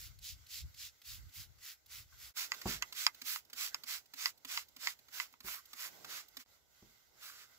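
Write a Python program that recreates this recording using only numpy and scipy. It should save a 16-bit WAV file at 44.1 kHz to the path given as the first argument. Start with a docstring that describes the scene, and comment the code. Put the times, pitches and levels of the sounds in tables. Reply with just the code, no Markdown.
"""First comes the soft hiss of a hand trigger sprayer, amid rustling trees and wind; it is pumped about
three times a second at a greasy engine outdoors. Hiss, valve spits, rasps, leaves and wind are shaped noise;
trigger knocks are sums of damped modes, and bumps excite the resonances of a handheld housing with two ports.
Delay, level difference and scattering set three listening positions, joined by short fades."""
import sys
import numpy as np
from scipy import signal
from scipy.fft import rfft, irfft, next_fast_len
from scipy.io import wavfile
from scipy.ndimage import uniform_filter1d, map_coordinates

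SR = 44100
rng = np.random.default_rng(int(sys.argv[2]) if len(sys.argv) > 2 else 0)


def waveform_to_disk(signal):
    """Save audio, clipped to [-1, 1], as 16-bit WAV at the path in sys.argv[1]."""
    frames = np.transpose(np.atleast_2d(signal))
    scaled = np.clip(frames, -1, 1) * 32767
    samples = np.round(scaled).astype(np.int16)
    wavfile.write(sys.argv[1], SR, samples)


def invert_db(level):
    """Linear amplitude ratio for a level in decibels (20 dB per decade), elementwise."""
    return 10 ** (np.asarray(level, dtype=float) / 20)


N = 334278
T = np.arange(N) / SR  # seconds

# Relative spectrum of the liquid jet. Each row: frequency in Hz, density in dB per Hz.
JET = [(300, -41.5), (600, -14.5), (850, -14.5), (1050, -5.5), (1400, -1), (1750, -2.5), (2050, 1.5),
       (3000, 0), (5000, 2.5), (7000, -1), (10000, 2.5), (13000, -1.5), (16000, 1.5)]
# Listening positions. 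Each row: start in seconds, lag of the left port in samples,
# left-right difference in dB (reached at 7.5 kHz), direct share of the power at low frequency (0-1).
PLACES = [(0, -1, -2, 0.59), (2.335, 6, -5.5, 0.45), (6.446, 5.5, -4.5, .6)]


def unit(x):
    """Normalisation: a signal divided by its root mean square has rms 1."""
    return x / np.sqrt(np.mean(x ** 2) + 1e-20)


def along(points, hz):
    """Log-frequency interpolation: (Hz, value) points are joined by lines over log frequency."""
    f, v = np.transpose(points)
    return np.interp(np.log(hz + 1), np.log(f + 1), v)


def wobble(rate):
    """Band-limited random modulation: a spline through random knots, rate of them a second."""
    knots = rng.standard_normal(int(N * rate / SR) + 4)
    return map_coordinates(knots, [T * rate])


def coloured(x, spectrum):
    """Linear filtering: the transform of x is multiplied by a (Hz, dB) magnitude response."""
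    m = next_fast_len(N + 8192)
    response = invert_db(along(spectrum, np.fft.rfftfreq(m, 1 / SR)))
    return irfft(rfft(x, m) * response, m)[..., :N]


def rush(spectrum, patchy_db):
    """Turbulent noise: three incoherent signals share patchy power, with rms 1 from 2.5 to 7.5 kHz.
    The first is for the direct path, the others for the sound scattered to each port."""
    hz, t, z = signal.stft(rng.standard_normal((3, N)), SR, nperseg=512)
    field = uniform_filter1d(rng.standard_normal(z.shape[1:]), 3, 0)  # patches over frequency
    field = uniform_filter1d(field, 8, 1)  # and over time
    gain = invert_db(along(spectrum, hz)[:, None] + patchy_db * unit(field))
    band = (hz > 2500) & (hz < 7500)
    return hz[:, None], t, z * gain / np.sqrt(np.mean(gain[band] ** 2) * band.mean())


def tilt(hz, low_db, high_db):
    """Spectral balance: gain grows by 0.58 low_db per octave below 3.2 kHz, for at most 1.8 octaves.
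    A shelf centred on 9 kHz, above the port notch, adds high_db."""
    octaves = np.clip(np.log2(3200 / (hz + 1)), 0, 1.8)
    return invert_db(0.58 * low_db * octaves + high_db / (1 + (9000 / (hz + 1)) ** 8))


def spray():
    """Jet turbulence: flow noise swells and sags with the pump pressure of each pull."""
    # Each row: peak time in seconds, level in dB, rise and fall in seconds, fine mist (treble) in dB.
    # The last two are softer swishes of the same colour.
    pulls = [(0.03, -54, 0.082, 0.081, 4), (0.275, -48.5, 0.069, 0.087, 0),
             (0.564, -47.5, 0.09, 0.082, -0.5), (0.832, -49, 0.083, 0.083, -0.5),
             (1.101, -51.5, 0.073, 0.11, 2.5), (1.391, -53, 0.081, 0.086, 4),
             (1.684, -52.5, 0.093, 0.079, 3), (1.95, -54, 0.077, 0.11, 3.5), (2.235, -56, 0.07, 0.099, 4),
             (2.393, -41.5, 0.044, 0.1, 0.5), (2.704, -42.5, 0.065, 0.1, -0.5),
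             (3.011, -42, 0.078, 0.096, 0.5), (3.301, -42.5, 0.066, 0.11, 5),
             (3.629, -42, 0.084, 0.089, 1.5), (3.913, -43.5, 0.06, 0.099, 1.5),
             (4.248, -43.5, 0.1, 0.075, -0.5), (4.538, -44, 0.079, 0.11, 0),
             (4.867, -45.5, 0.087, 0.084, -0.5), (5.184, -48, 0.079, 0.1, 2), (5.5, -48.5, 0.073, 0.12, 6),
             (5.841, -48, 0.1, 0.069, 3.5), (6.148, -47.5, 0.095, 0.1, -0.5),
             (6.408, -57, 0.026, 0.062, 0.5), (7.257, -54, 0.065, 0.11, 3.5),
             (7.405, -59, 0.15, 0.076, -0.5)]
    # The aim wanders over the metal and the splash fills the hiss below 3 kHz.
    # Each row: time in seconds, splash in dB as the low_db of tilt().
    splash = [(0.03, -10), (0.275, -21.5), (0.83, -14), (1.39, -7), (2.24, -2.5), (2.7, 3), (3.01, -3),
              (3.91, -0.5), (4.87, 2.5), (5.5, 5.5), (7.4, 3)]
    sag_db, squareness = 27.5, 2.84  # sag_db is lost one rise or fall time away from the peak
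    hz, t, z = rush(JET, patchy_db=1.5)
    power = 0
    for s, db, rise, fall, mist_db in pulls:
        away = np.where(t < s, (s - t) / rise, (t - s) / fall)
        splash_db = np.interp(s, *np.transpose(splash))
        swell = invert_db(db - sag_db * away ** squareness)
        power = power + (swell * tilt(hz, splash_db, mist_db)) ** 2
    drops = invert_db(0.86 * wobble(400))  # uneven droplets make the hiss grainy
    hiss = signal.istft(z * np.sqrt(power), SR, nperseg=512)[1][:, :N]
    return unit(drops) * hiss


def trees():
    """Diffuse sources: leaves and dripping cleaner rustle over a duller, partly coherent murmur of the yard."""
    # Each row: time in seconds, rustle in dB, murmur in dB.
    air = [(0.14, -71, -80), (0.42, -71, -82), (0.96, -72.5, -83.5), (1.25, -70.5, -82),
           (1.55, -73.5, -79.5), (2.1, -70.5, -83), (2.57, -59.5, -67.5), (2.89, -66.5, -71),
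           (3.18, -70.5, -75.5), (3.43, -74.5, -78.5), (3.8, -68, -70.5), (4.04, -73, -78.5),
           (5.3, -75, -76), (5.66, -69, -82.5), (5.85, -64.5, -67.5), (6.08, -63.5, -62.5),
           (6.27, -68.5, -75.5), (6.5, -72, -73.5), (6.6, -76, -80), (6.9, -70, -76.5), (7.05, -79, -81),
           (7.15, -68, -73), (7.57, -74, -76)]
    # Relative spectra of rustle and murmur. Each row: frequency in Hz, density in dB per Hz.
    leaves = [(900, -13.5), (1400, -2.5), (1550, 0.5), (1700, -14), (1950, -1.5), (2080, 1), (2300, -9.5),
              (4000, -4.5), (6200, -4.5), (10000, -6.5), (16000, -3)]
    yard_colour = [(120, 1.5), (200, -3.5), (500, 0.5), (900, 0), (1300, -16)]
    s, rustle_db, murmur_db = np.transpose(air)
    rustle = signal.istft(rush(leaves, patchy_db=1.9)[2], SR, nperseg=512)[1][1:, :N]
    shared = 0.37 * rng.standard_normal(N)  # the part common to both ports
    noise = rng.standard_normal((2, N)) + shared
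    murmur = unit(coloured(noise, [(30, -57.5)] + yard_colour))
    rustle_gain = invert_db(np.interp(T, s, rustle_db) + 2.7 * wobble(15))
    murmur_gain = invert_db(np.interp(T, s, murmur_db) + 1.2 * wobble(8))
    return rustle_gain * rustle + murmur_gain * murmur


def wind():
    """Turbulent pressure: lumpy low noise, incoherent between the ports; the later positions are sheltered."""
    # Each row: time in seconds, buffet level in dB (midway between the ports).
    gusts = [(0.0, -57), (0.23, -57), (0.28, -72), (0.34, -53), (0.5, -78), (0.65, -45.5), (0.73, -71.5),
             (0.85, -64.5), (1.02, -88), (1.1, -59.5), (1.28, -57), (1.34, -84), (1.37, -56), (1.41, -50.5),
             (1.44, -71), (1.5, -57.5), (1.81, -89), (1.82, -84), (1.99, -57.5), (2.1, -67.5), (2.3, -68),
             (2.33, -86)]
    # Relative spectrum. Each row: frequency in Hz, density in dB per Hz.
    buffet_colour = [(15, -38), (25, -22.5), (44, -9), (66, -1), (119, -11), (241, -36), (300, -31),
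                     (390, -46.5), (660, -120)]
    s, db = np.transpose(gusts)
    lumps = invert_db(2.3 * np.array([wobble(19), wobble(3.3)]))  # quick on the left, slow on the right
    buffet = unit(lumps * coloured(rng.standard_normal((2, N)), buffet_colour))
    level_db = np.interp(T, s, db, right=-83)  # calm after the last row
    return buffet * invert_db(level_db + np.array([[1.5], [-1.5]]))


def valve():
    """Transient flow noise: a tick, a few ms of sputter and an airy trail, with a low resonant wall pop.
    The valve spits as a pull starts and ticks thinly as it refills."""
    # Each row: start in seconds, level in dB, lows in dB as the low_db of tilt(), pop in dB re the level.
    spits = [(0.188, -60, -23, -19), (0.466, -57, -14, -21), (0.743, -57, -7, -15), (1.017, -56.5, -3, -25),
             (1.293, -63, -6, -3.5), (1.586, -66, 7, -12), (1.861, -61.5, -25, -20), (2.141, -72, 20, -20),
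             (2.5364, -50, 13, -28), (2.543, -46.5, 6, -27), (2.615, -42.5, 6.5, -28),
             (2.925, -42, 2.5, -26), (3.146, -53, -7, -26), (3.2166, -42.5, 0.5, -9.5),
             (3.45, -64, -14, -24), (3.499, -56.5, 4, -15), (3.531, -43, 2.5, -16), (3.8357, -44.5, 2, -19),
             (4.058, -61.5, -3.5, -24), (4.137, -45.5, 4.5, -9), (4.376, -63, -19, -14),
             (4.4486, -43, 3.5, -8), (4.685, -60, -15, -22), (4.764, -49, 2, -3.5), (4.99, -59, -11, -12),
             (5.084, -57, 8, -6), (5.326, -62, -18, -3), (5.4043, -50, 6, -9), (5.655, -56.5, -22, -17),
             (5.7322, -45, 6.5, -15), (6.0463, -45, 11, -18), (6.284, -60, -30, -19),
             (6.3692, -42.5, 2, -11)]
    # Ring of the valve seat. Each row: frequency in Hz, gain in dB.
    seat = [(3300, 0.5), (4400, 4.5), (5500, -2)]
    pop_hz, pop_rough = 256.7, 0.033  # pitch of the bottle wall, its phase wander in rad per sample
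    sputter_s = 0.0074  # the sputter peaks at half this time
    out, t = np.zeros(N + SR), T[:4096]
    hz = np.fft.rfftfreq(len(t), 1 / SR)
    for s, db, low_db, pop_db in spits:
        treble_db = 4 - 0.3 * low_db  # a spit thin in the lows gains treble
        tick = 1.3 * np.exp(-t / 0.0008)
        sputter = 1.14 * np.exp(-(2 * t / sputter_s - 1) ** 2)
        trail = 0.122 * np.exp(-t / 0.009)
        burst = (tick + sputter + trail) * rng.standard_normal(len(t))
        colour = invert_db(along(JET, hz) + along(seat, hz)) * tilt(hz, low_db, treble_db)
        puff = irfft(rfft(burst) * colour)
        wander = np.cumsum(rng.normal(0, pop_rough, len(t)))
        pop_shape = t / 0.0083 * np.exp(-t / 0.0084)
        pop = invert_db(pop_db) * pop_shape * np.sin(2 * np.pi * pop_hz * t + wander)
        out[round(s * SR):][:len(t)] += invert_db(db) * (puff + pop)
    return out[:N]


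def splutter():
    """Two-phase flow: air in the pump now and then gives a rough, hollow rasp, a band of modulated noise."""
    # Each row: centre in seconds, level in dB, time from the centre to 1/e in seconds, pitch in Hz.
    rasps = [(2.131, -61, 0.0066, 1220), (2.822, -48, .01, 1600), (3.75, -56.5, 0.027, 1500),
             (5.579, -52, 0.021, 1160), (7.285, -61, 0.085, 1260), (7.407, -64, 0.06, 1340)]
    out = np.zeros(N)
    for s, db, length, hz in rasps:
        band = [(hz / 1.13, -30), (hz / 1.27, -3), (hz, 0), (hz * 1.34, -3), (hz * 1.5, -25)]
        hollow = coloured(rng.standard_normal(N), band)
        envelope = np.exp(-((T - s) / length) ** 2)
        out += invert_db(db + 2.8 * wobble(70)) * envelope * unit(hollow)
    return out


def trigger():
    """Modal impact: each knock on the stop rings the plastic's damped modes; the grip shifts them."""
    # Each row: time in seconds, level in dB, treble in dB, ring near 2 kHz in dB, snap near 5 kHz in dB.
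    stops = [(2.518, -24, -9, 5.5, -3), (2.823, -25, -3, 1, -4), (3.065, -12.5, -5, -4.5, -1),
             (3.359, -32, -32, 2, -3), (3.744, -28.5, -2, -11, 7), (4.257, -23, -1, 3, 7),
             (4.574, -24, -59, -1.5, -2), (4.871, -23.5, -12, 7, -0.5), (5.199, -25, -63, 4.5, -6),
             (5.338, -52, -18, -2, -13), (5.483, -36.5, -26, 0.5, -6)]
    # Each row: mean mode frequency in Hz, mean level in dB, decay time to -60 dB in seconds.
    trigger_modes = [(949, 0.5, 0.014), (1205, 0, .018), (1500, -0.5, 0.0092), (2035, -1, 0.019),
                     (2630, 0, 0.01), (3240, -1, 0.0055), (4040, -1.5, 0.0046), (4855, 2, 0.0067),
                     (5380, -2.5, 0.0054), (6020, -8.5, 0.0045), (7080, 1.5, 0.0048), (11400, -2, .004),
                     (14000, -3, 0.003)]
    crack_db, crack_t60 = -0.5, 0.0051  # noise of first contact; decay in seconds
    out, t = np.zeros(N + SR), T[:2000]
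    modes, level, t60 = np.transpose(trigger_modes)[:, :, None]
    for s, db, treble_db, ring_db, snap_db in stops:
        low_db = 0.35 * (-43 - db)  # harder blows have less low knock
        grip_db = ring_db * (abs(modes - 2000) < 150) + snap_db * (abs(modes - 5100) < 600)
        hz = modes * (1 + rng.normal(0, 0.02, modes.shape))
        mode_db = level + grip_db + rng.normal(0, 1.5, hz.shape)
        size = invert_db(mode_db) * tilt(hz, low_db, treble_db)
        sign = (-1) ** np.arange(len(hz))[:, None]  # neighbouring modes swing in opposition: no bass
        envelope = invert_db(-60 * t / t60) * (1 - np.exp(-t * hz / 1.2))
        ring = sign * size * envelope * np.sin(2 * np.pi * hz * t)
        contact = np.convolve(rng.standard_normal(len(t)), [1, 0, 0, -1], "same")
        crack = invert_db(crack_db + treble_db - 60 * t / crack_t60) * contact
        out[round((s + 0.0008) * SR):][:len(t)] += invert_db(db) * (ring.sum(0) + crack)
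    return coloured(out[:N], [(350, -31), (580, 0)])


def echoes(x):
    """Scattering: the engine block returns decaying noise-like echoes, incoherent between the ports.
    The hand moves, so the pattern changes eight times a second."""
    # Each row: frequency in Hz, decay time to -60 dB in seconds.
    block = [(500, 0.082), (2000, 0.074), (4000, 0.029), (8000, 0.047), (16000, 0.027)]
    out, step = np.zeros((2, N + SR)), SR // 8
    for at in range(0, N, step):
        hz, t, z = signal.stft(rng.standard_normal((2, step)), SR, nperseg=128)
        decay = invert_db(-60 * t / along(block, hz)[:, None])
        tail = signal.istft(z * decay, SR, nperseg=128)[1]
        tail = tail / np.linalg.norm(tail[0])
        piece = signal.fftconvolve(x[None, at:at + step], tail, axes=1)
        out[:, at + 80:][:, :piece.shape[1]] += piece  # first echo 80 samples late
    return out[:, :N]


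def placed(direct, scattered, far_share):
    """Interaural cues: direct sound differs in time between the ports, and all sound in level.
    The scattered share of the power grows with frequency and with far_share."""
    hz, t, z = signal.stft(np.vstack([direct, scattered]), SR, nperseg=256)
    hz = hz[:, None]
    place = np.searchsorted(np.transpose(PLACES)[0], t, "right") - 1
    start, lag, pan_db, share = np.transpose(PLACES)[:, place]
    share = 1 - far_share * (1 - share / (1 + (hz / 12000) ** 2))
    share = np.clip(share, 0, 1)
    side = np.array([1, -1])[:, None, None]
    turn = np.exp(-1j * np.pi * side * hz * lag / SR)  # half the lag on each side
    mixed = np.sqrt(share) * z[0] * turn + np.sqrt(1 - share) * z[1:]
    pair = mixed * invert_db(side * pan_db / 2 * (0.75 + hz / 30000))
    return signal.istft(pair, SR, nperseg=256)[1][:, :N]


def bumps():
    """Forced resonance: a push and a short rough scrape of the hand excite the housing; the bass lingers."""
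    # Each row: start in seconds, shove in dB, boom (below 150 Hz) in dB, rap (above 500 Hz) in dB,
    # rise of the scrape in seconds.
    shoves = [(2.657, -20.5, 2, 4.5, 0.0017), (5.445, -39.5, -2.5, -3, 0.0029),
              (6.825, -41, -2, -2, 0.0049)]
    # Resonances. Each row: frequency in Hz, width in Hz, level in dB.
    housing = [(57.8, 42, 0.5), (102.5, 125, 1.5), (184, 140, -1), (335, 120, 1), (515, 160, -4.5),
               (777, 375, -4), (1063, 200, -11.5)]
    t60_at_200_hz, spread = 0.22, 0.62  # scrape decay in seconds; part that differs between the ports
    out, t = np.zeros((2, N + SR)), T[:16384]
    f = np.fft.rfftfreq(len(t), 1 / SR)
    push = 1.46 * np.exp(-t / 0.00057)
    for s, db, boom_db, rap_db, rise in shoves:
        noise = unit(rng.standard_normal(len(t)) + spread * rng.standard_normal((2, len(t))))
        for hz, width, level in housing:
            decay = invert_db(-60 * t / t60_at_200_hz * (hz / 200) ** 0.5)
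            shake = noise * decay * (1 - np.exp(-t / rise)) + push
            resonance = 1j * f * width / (hz * hz - f * f + 1j * f * width)
            ring = irfft(rfft(shake) * resonance ** 2)
            ring_db = db + level + boom_db * (hz < 150) + rap_db * (hz > 500)
            out[:, round(s * SR):][:, :len(t)] += invert_db(ring_db) * ring
    return out[:, :N]


def scene():
    """Superposition: sprayer and yard pass the port response; wind and handling act on the ports directly."""
    # Response of the ports. Each row: frequency in Hz, gain in dB.
    ports = [(7500, 0), (8050, -4.5), (8350, -20), (8900, -13.5), (9500, -10.5), (10200, -10), (11500, -3),
             (15600, -3.5), (15900, -46.5), (17000, -48.5)]
    jet = spray()
    clicks = trigger() + valve()
    flow = placed(jet[0] + splutter(), jet[1:], far_share=1)
    knocks = placed(clicks, invert_db(-2) * echoes(clicks), far_share=0.31)
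    yard = placed(np.zeros(N), trees(), far_share=9)  # clipped: wholly scattered
    return coloured(flow + knocks + yard, ports) + wind() + bumps()


def band_limit(x):
    """A steep low-pass at the top of the band."""
    return signal.sosfilt(signal.butter(12, 16980, fs=SR, output="sos"), x)


def record(dry):
    """Amplitude envelope: the sound fades out and in again where the position changes."""
    fade_s = 0.037  # each way
    fade = np.ones(N)
    for s, *_ in PLACES[1:]:
        fade = fade * np.clip(abs(T - s) / fade_s, 0.02, 1) ** 1.08
    return band_limit(dry * fade)


dry = scene()
out = record(dry)
waveform_to_disk(out)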